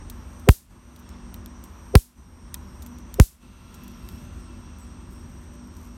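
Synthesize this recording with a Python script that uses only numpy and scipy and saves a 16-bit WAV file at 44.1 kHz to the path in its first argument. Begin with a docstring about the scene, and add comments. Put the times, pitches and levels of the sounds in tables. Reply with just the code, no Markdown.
"""A humming room, close to an electric fly swatter with a fly caught in its mesh.
The converter whines thinly, sagging in pitch under load; small sparks tick, a corona hisses, the fly fries.
Three times the capacitor discharges with a bang that overloads the microphone and rings briefly in the room.
Gain control ducks the hum after each bang and lets it swell back. Later the fly leaks current and sizzles."""
import sys
import numpy as np
from scipy import signal
from scipy.fft import rfft, irfft, next_fast_len
from scipy.io import wavfile
from scipy.ndimage import uniform_filter1d, minimum_filter1d, map_coordinates

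SR = 44100
rng = np.random.default_rng(int(sys.argv[2]) if len(sys.argv) > 2 else 0)


def wav_record(signal):
    """Record a signal, one row per channel, as 16-bit PCM in the file named by sys.argv[1]."""
    frames = np.transpose(np.atleast_2d(signal))
    bounded = np.clip(frames, -1, 1)
    # unit amplitude maps onto the largest positive 16-bit level
    quanta = np.round(bounded * 32767).astype(np.int16)
    wavfile.write(sys.argv[1], SR, quanta)


N = 263277

# motor hum: f/Hz, level/dB
HUM_LINES = [(59, -49), (78, -53), (98, -67), (146, -63), (194, -55.5), (241, -52), (291, -66), (340, -66),
             (587, -71)]
# ringing rush: f/Hz, width/Hz, level/dB
RUSH_PEAKS = [(1357, 67, 7), (2650, 32, 5.5), (2780, 47, -2.5), (3270, 4100, -8.5), (3350, 25, -0.5),
              (6400, 60, -7.5)]
# envelopes: t/s, level/dB
RUSH_ENVELOPE = [(0, -8.5), (1.1, -1), (1.7, -21), (3.0, -9), (3.45, 6.5), (3.9, 3.5), (4.7, 0),
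                 (5.3, -6.5)]
FRY_ENVELOPE = [(0, -9), (3.6, -7), (4.15, 5), (4.6, -1.5), (5.5, -2), (5.97, 10)]
# standing wave at the whine's pitch: f/Hz, gain/dB
STANDING_WAVE = [(8000, 7), (8180, 2.5), (8250, -.5), (8350, 0), (8400, -8), (8450, 0), (8490, 2),
                 (8520, 1)]
# small sparks: t/s, level/dB, relative body/dB, relative fizz/dB
SPARK_EVENTS = [(0.099, -24.5, -15, -14), (0.3964, -38, -11, -12), (0.9612, -34, -7.5, -7),
                (0.991, -40.5, -13, -3), (1.091, -32.5, -16, -18), (1.3417, -25.5, -9.5, -13),
                (1.4599, -27, -12, -21), (1.6391, -31, -20, -7), (2.542, -14.5, -13, -24),
                (2.822, -31.5, -9.5, -6.5), (2.863, -30, -16, -11), (2.9855, -33, -14, -18),
                (3.141, -23.5, -13, -15), (3.7424, -31, -13, -4), (3.8358, -33.5, -17, -9.5),
                (3.8793, -33, -14, -14), (4.0882, -29, -8, -19), (5.7674, -37, -15, -9)]
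# room decay: f/Hz, T60/s
ROOM_T60 = [(300, 0.15), (3500, 0.27), (8000, 0.31), (15000, 0.23)]
# coronas: t/s, length/s, level/dB
CORONA_EVENTS = [(0.1, .92, -71), (1.64, 0.74, -72), (2.545, 0.41, -72), (3.143, 1.11, -69.5)]
# discharges: t/s, crack/dB, snap delay/s, relative snap/dB, filter ring/dB, echo/dB, thump time scale
DISCHARGE_EVENTS = [(0.4887, -1.5, 0.0034, 8, 2, -3, 0.94), (1.954, 1, 0.0033, 3, 2, -5.5, 0.94),
                    (3.1994, -2.5, 0.00361, -10.5, -4.5, -3.5, 1.007)]
# leaks through the fly: t/s, length/s, pitch drop/Hz, sizzle/dB
LEAK_EVENTS = [(4.096, .13, 131, -60), (4.36, .1, 200, -73), (4.784, 0.045, 402, -63),
               (5.104, .08, 207, -59), (5.288, .2, 125, -69)]
# spectral shapes: f/Hz, level/dB
RUMBLE_SHAPE = [(20, -36), (30, -40), (40, -0.5), (60, -4), (80, 0.5), (120, -13.5), (190, -11.5),
                (240, -12.5), (310, -18.5), (370, -17.5), (460, -42.5), (900, -90)]
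AIR_SHAPE = [(150, -5), (450, 5), (750, 1.5), (1000, 8.5), (1300, 3), (2000, -4.5), (3000, -8), (4800, -15),
             (6800, -12), (7700, -20.5), (9600, -21.5), (10400, -25.5), (11800, -25), (14000, -31),
             (16000, -52)]
TICK_SHAPE = [(500, -35), (2000, -11.5), (4000, 0.5), (7000, 7), (10500, 3), (13000, 11), (16000, -5)]
ECHO_SHAPE = [(300, 3.5), (1000, -8), (2300, -10), (3500, -3.5), (6000, -1), (9000, 0.5), (13000, 5),
              (16000, -3.5)]
CORONA_SHAPE = [(7000, -19), (9000, -5), (10400, -9), (11800, 2), (13600, -2.5), (15000, -13), (16000, -31)]
SHOCK_SHAPE = [(100, -9), (400, 5), (900, 7), (1500, 3.5), (2500, -1), (3300, -15), (4200, -5.5),
               (6000, -8), (9000, -8), (12500, -9.5), (16000, -19.5)]
FRY_ROLLOFF = [(13500, 2.5), (16000, -26.5)]
BODY_SHAPE = [(500, -24), (1500, -8.0), (4000, 2.5), (7000, -21.5)]
SPUTTER_SHAPE = [(1200, -21.5), (3500, 3.5), (8000, -6.5), (16000, -3.0)]
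SELF_NOISE_SHAPE = [(300, -7.5), (1200, -4.0), (3000, -7.0), (14000, -22), (16000, -36)]
# ringing of the recorder's filter: f/Hz, level/dB
RING_TONES = [(405, 0.5), (510, -3.5), (690, -11.5)]


def amp(db):
    """Decibels to gain."""
    return 10 ** (np.asarray(db) / 20)


def unit(x):
    """x at rms 1."""
    return x / np.sqrt(np.mean(x ** 2) + 1e-20)


def along(points, hz):
    """(f/Hz, value) points read on a log axis."""
    f, v = np.transpose(points)
    return np.interp(np.log(hz + 1), np.log(f + 1), v)


def clock(size=N):
    """Sample times in s."""
    return np.arange(size) / SR


def since(s):
    """Seconds since s, zero before."""
    return np.maximum(clock() - s, 0)


def curve(points):
    """(t/s, value) points, linear between."""
    return np.interp(clock(), *np.transpose(points))


def wobble(rate_hz):
    """Smooth random curve, rate_hz knots a second."""
    coarse = clock()[::32]
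    knots = rng.standard_normal(int(N * rate_hz / SR) + 4)
    return np.interp(clock(), coarse, map_coordinates(knots, [coarse * rate_hz]))


def filtered(x, response):
    """x through a frequency response."""
    m = next_fast_len(len(x) + SR // 4)
    return irfft(rfft(x, m) * response(np.fft.rfftfreq(m, 1 / SR)), m)[:len(x)]


def noise(shape, size=N):
    """Coloured noise, rms 1."""
    return unit(filtered(rng.standard_normal(size), lambda hz: amp(along(shape, hz))))


def crackle(rate_hz, size=N):
    """Tiny random ticks, rms 1."""
    hits = rng.standard_normal(size) * (rng.random(size) < rate_hz / SR)
    return unit(filtered(hits, lambda hz: amp(along(TICK_SHAPE, hz))))


def pulse(shape, size=2048):
    """Minimum-phase pulse, peak 1."""
    cepstrum = irfft(np.log(amp(along(shape, np.fft.rfftfreq(size, 1 / SR)))))
    cepstrum[1:size // 2] *= 2
    cepstrum[size // 2 + 1:] = 0
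    p = irfft(np.exp(rfft(cepstrum)))
    return p / np.abs(p).max()


def add(track, s, sound):
    """Mix sound into track at time s."""
    part = track[max(round(s * SR), 0):][:len(sound)]
    part += sound[:len(part)]


def motor_hum(drift_hz=2.047, waver_db=3):
    """Motor lines, each drifting in pitch and level."""
    phase = lambda hz: 2 * np.pi * np.cumsum(hz + drift_hz * wobble(10)) / SR
    return np.sqrt(2) * sum(amp(db + waver_db * wobble(9)) * np.sin(phase(hz)) for hz, db in HUM_LINES)


def room_tone(rumble_db=-44, air_db=-53, air_fade_db_per_s=0.43, rush_db=-62):
    """Motor hum, faint ringing rush, low rumble, soft air noise."""
    hum = motor_hum()
    peaks = lambda f: sum(amp(db) / (1 + (2 * (f - hz) / width) ** 2) for hz, width, db in RUSH_PEAKS)
    rush = amp(rush_db + curve(RUSH_ENVELOPE)) * unit(filtered(rng.standard_normal(N), peaks))
    rumble = amp(rumble_db + 1.6 * wobble(2.9)) * noise(RUMBLE_SHAPE)
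    air = amp(air_db - air_fade_db_per_s * clock() + 0.36 * wobble(13)) * noise(AIR_SHAPE)
    return hum + rush + rumble + air


def converter_pitch(full_hz=8520, start_drop_hz=64.1, spark_drop_hz=225, charred_drop_hz=159,
                    full_drop_db=-31.5, load_s=0.015, recharge_s=0.14, leak_recovery_s=0.067):
    """Sparks and leaks pull the pitch down; it climbs as the capacitor refills."""
    t = clock()
    drops = [start_drop_hz * np.exp(-t / recharge_s)]  # not quite full at first
    for s, db, *_ in SPARK_EVENTS + DISCHARGE_EVENTS:
        drop_hz = spark_drop_hz * min(amp(db - full_drop_db) ** 2, 1)
        drops.append(drop_hz * (t > s + load_s) * np.exp(-since(s + load_s) / recharge_s))
    charred_hz = charred_drop_hz * (t > LEAK_EVENTS[0][0])  # the charred fly draws a steady current
    for s, length_s, drop_hz, _ in LEAK_EVENTS:
        load = (1 - np.exp(-since(s) / load_s)) * np.exp(-since(s + length_s) / leak_recovery_s)
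        drops.append(charred_hz + drop_hz * load)
    return full_hz - np.max(drops, axis=0)


def converter(whine_db=-65, flutter_hz=5, waver_db=0.4):
    """Charging whine; a standing wave ties its level to its pitch."""
    pitch_hz = converter_pitch() + flutter_hz * wobble(90)
    level = amp(whine_db + along(STANDING_WAVE, pitch_hz) + waver_db * wobble(33))
    return level * np.sqrt(2) * np.sin(2 * np.pi * np.cumsum(pitch_hz) / SR)


def narrow_hiss(hiss_db=-63.5, centre_hz=5770, half_width_hz=215, wander_hz=105, flare_db=1):
    """Thin band of hiss, wavering below the whine."""
    phase = 2 * np.pi * np.cumsum(centre_hz + wander_hz * wobble(11)) / SR
    band = lambda: filtered(rng.standard_normal(N), lambda hz: 1 / (1 + (hz / half_width_hz) ** 2))
    return amp(hiss_db + flare_db * wobble(11)) * unit(band() * np.sin(phase) + band() * np.cos(phase))


def frying(level_db=-78, spurt_db=5.0, spurt_rate_hz=24):
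    """The fly fries faintly, in random spurts."""
    soft = filtered(crackle(rate_hz=700), lambda hz: amp(along(FRY_ROLLOFF, hz)))
    return amp(level_db + curve(FRY_ENVELOPE) + spurt_db * wobble(spurt_rate_hz)) * soft


def sparks(tick_db=-2.5, body_db=1, arc_s=0.0016, typical_db=-21.0, fizz_s=0.0089, echo_db=-45):
    """Small sparks across the fly: bright tick, then a fizz of weaker restrikes."""
    out, t = np.zeros(N), clock(SR // 20)
    for s, db, rel_db, fizz_db in SPARK_EVENTS:
        burn_s = arc_s * amp(0.51 * (db - typical_db))  # stronger sparks burn longer
        tick = noise(TICK_SHAPE, len(t)) * np.exp(-(t / burn_s) ** 2)
        body = noise(BODY_SHAPE, len(t)) * np.exp(-t / (2 * burn_s))
        strike = tick / np.abs(tick).max() + amp(rel_db + body_db) * body / np.abs(body).max()
        fizz = amp(fizz_db) / 2 * crackle(rate_hz=1300, size=len(t)) * np.exp(-t / fizz_s)
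        add(out, s + .0005, amp(db + tick_db) * (strike + fizz))
        add(out, s, amp(db + echo_db) * room_tail(gap_s=0.0043, build_s=0.012))
    return out


def room_tail(gap_s, build_s):
    """Wall echoes build after a gap; each frequency decays at its own rate."""
    hz, t, bins = signal.stft(noise(ECHO_SHAPE, SR // 2), SR, nperseg=256)
    decay = amp(-60 * t / along(ROOM_T60, hz)[:, None])
    tail = signal.istft(bins * decay, SR, nperseg=256)[1]
    return tail * np.clip((clock(len(tail)) - gap_s) / build_s, .12, 1)


def corona(edge_s=.012):
    """High corona hiss on the fly, lit by a spark until it goes out."""
    level = sum(amp(db) * (1 - np.exp(-since(s) / edge_s)) * np.exp(-since(s + length_s) / edge_s)
                for s, length_s, db in CORONA_EVENTS)
    return level * noise(CORONA_SHAPE)


def filter_ring(half_size=2048, swell_s=0.0033, fade_s=0.0079):
    """The recorder's filter rings hollowly near 400 Hz, swelling into each crack and fading after."""
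    t = clock(2 * half_size) - half_size / SR
    ring = sum(amp(db) * np.cos(2 * np.pi * hz * t) for hz, db in RING_TONES)
    return ring * np.exp(np.where(t < 0, t / swell_s, -t / fade_s))


def crack(sputter_db, arc_s):
    """Shock front, then a brief, bright, sputtering arc."""
    shock = pulse(SHOCK_SHAPE)
    age = clock(len(shock)) / arc_s
    sputter = noise(SPUTTER_SHAPE, len(age)) * age * np.exp(-age ** 2)
    return shock / np.linalg.norm(shock) + amp(sputter_db) * sputter / np.linalg.norm(sputter)


def thump(scale, first_cycle_s=0.0016, slowing=0.387, rise_s=0.0038, hold_s=0.0097, fade_s=0.016):
    """The overloaded microphone swings to rest in ever slower waves; scale stretches time."""
    t = clock(SR // 5) / scale
    swing = np.sin(2 * np.pi * (t / first_cycle_s) ** slowing)
    attack = 1 - np.exp(-2 * t / rise_s)
    decay = np.exp(-(np.maximum(t - hold_s, 0) / fade_s) ** 1.63)
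    return swing * attack * decay


def discharges(gain_db=14, crack_db=10, thump_db=2, ring_db=-16, ring_lead_s=0.0017, echo_db=-24):
    """Capacitor discharge: crack, snap, bright echo; the recorder's filter rings, the microphone thumps."""
    out, ring = np.zeros(N), filter_ring()
    for s, db, delay_s, snap_db, rel_ring_db, room_db, scale in DISCHARGE_EVENTS:
        add(out, s - ring_lead_s - len(ring) / 2 / SR, amp(ring_db + rel_ring_db) * ring)
        add(out, s, -amp(crack_db + db) * crack(sputter_db=-3.5, arc_s=0.00033))
        add(out, s + delay_s, amp(crack_db + db + snap_db) * crack(sputter_db=-16.5, arc_s=0.00044))
        add(out, s, amp(thump_db) * thump(scale))
        add(out, s, amp(echo_db + room_db) * room_tail(gap_s=0.003, build_s=.011))
    return amp(gain_db) * out


def leaks(rate_hz=900, fade_share=.7):
    """The fly conducts for a moment: a fading sizzle."""
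    out, t = np.zeros(N), clock(SR // 2)
    for s, length_s, _, db in LEAK_EVENTS:
        add(out, s, amp(db) * crackle(rate_hz, len(t)) * np.exp(-t / (fade_share * length_s)))
    return out


def scene():
    """The swatter in its room, mono."""
    swatter = discharges() + sparks() + leaks() + corona() + frying() + converter() + narrow_hiss()
    return (swatter + room_tone())[None]


def gain_control(x, limit_db, hold_s, release_db_per_s, ahead_s=0.0038):
    """Loud sound pulls the gain down at once; it holds, then recovers."""
    power = np.abs(uniform_filter1d(x ** 2, SR // 80))
    needed_db = np.minimum(limit_db - 10 * np.log10(power + 1e-12), 0)
    span, lead = int(hold_s * SR) | 1, int(ahead_s * SR) + 1
    held_db = minimum_filter1d(needed_db, span, origin=span // 2 - lead)
    ramp_db = release_db_per_s * clock()
    gain_db = np.minimum.accumulate(held_db - ramp_db) + ramp_db
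    return x * amp(uniform_filter1d(gain_db, lead))


def record(dry, self_noise_db=-69, top_hz=16500):
    """Slow gain control, fast limiter, self-noise, soft overload, band limit."""
    x = gain_control(dry[0], limit_db=6.5, hold_s=0.33, release_db_per_s=22.5)
    x = gain_control(x, limit_db=-3, hold_s=0.19, release_db_per_s=330)
    x = x + amp(self_noise_db) * noise(SELF_NOISE_SHAPE)
    x = x / (1 + np.abs(x) ** 8) ** (1 / 8)
    return filtered(x, lambda hz: 1 / (1 + (hz / top_hz) ** 120))[None]


dry = scene()
out = record(dry)
wav_record(out)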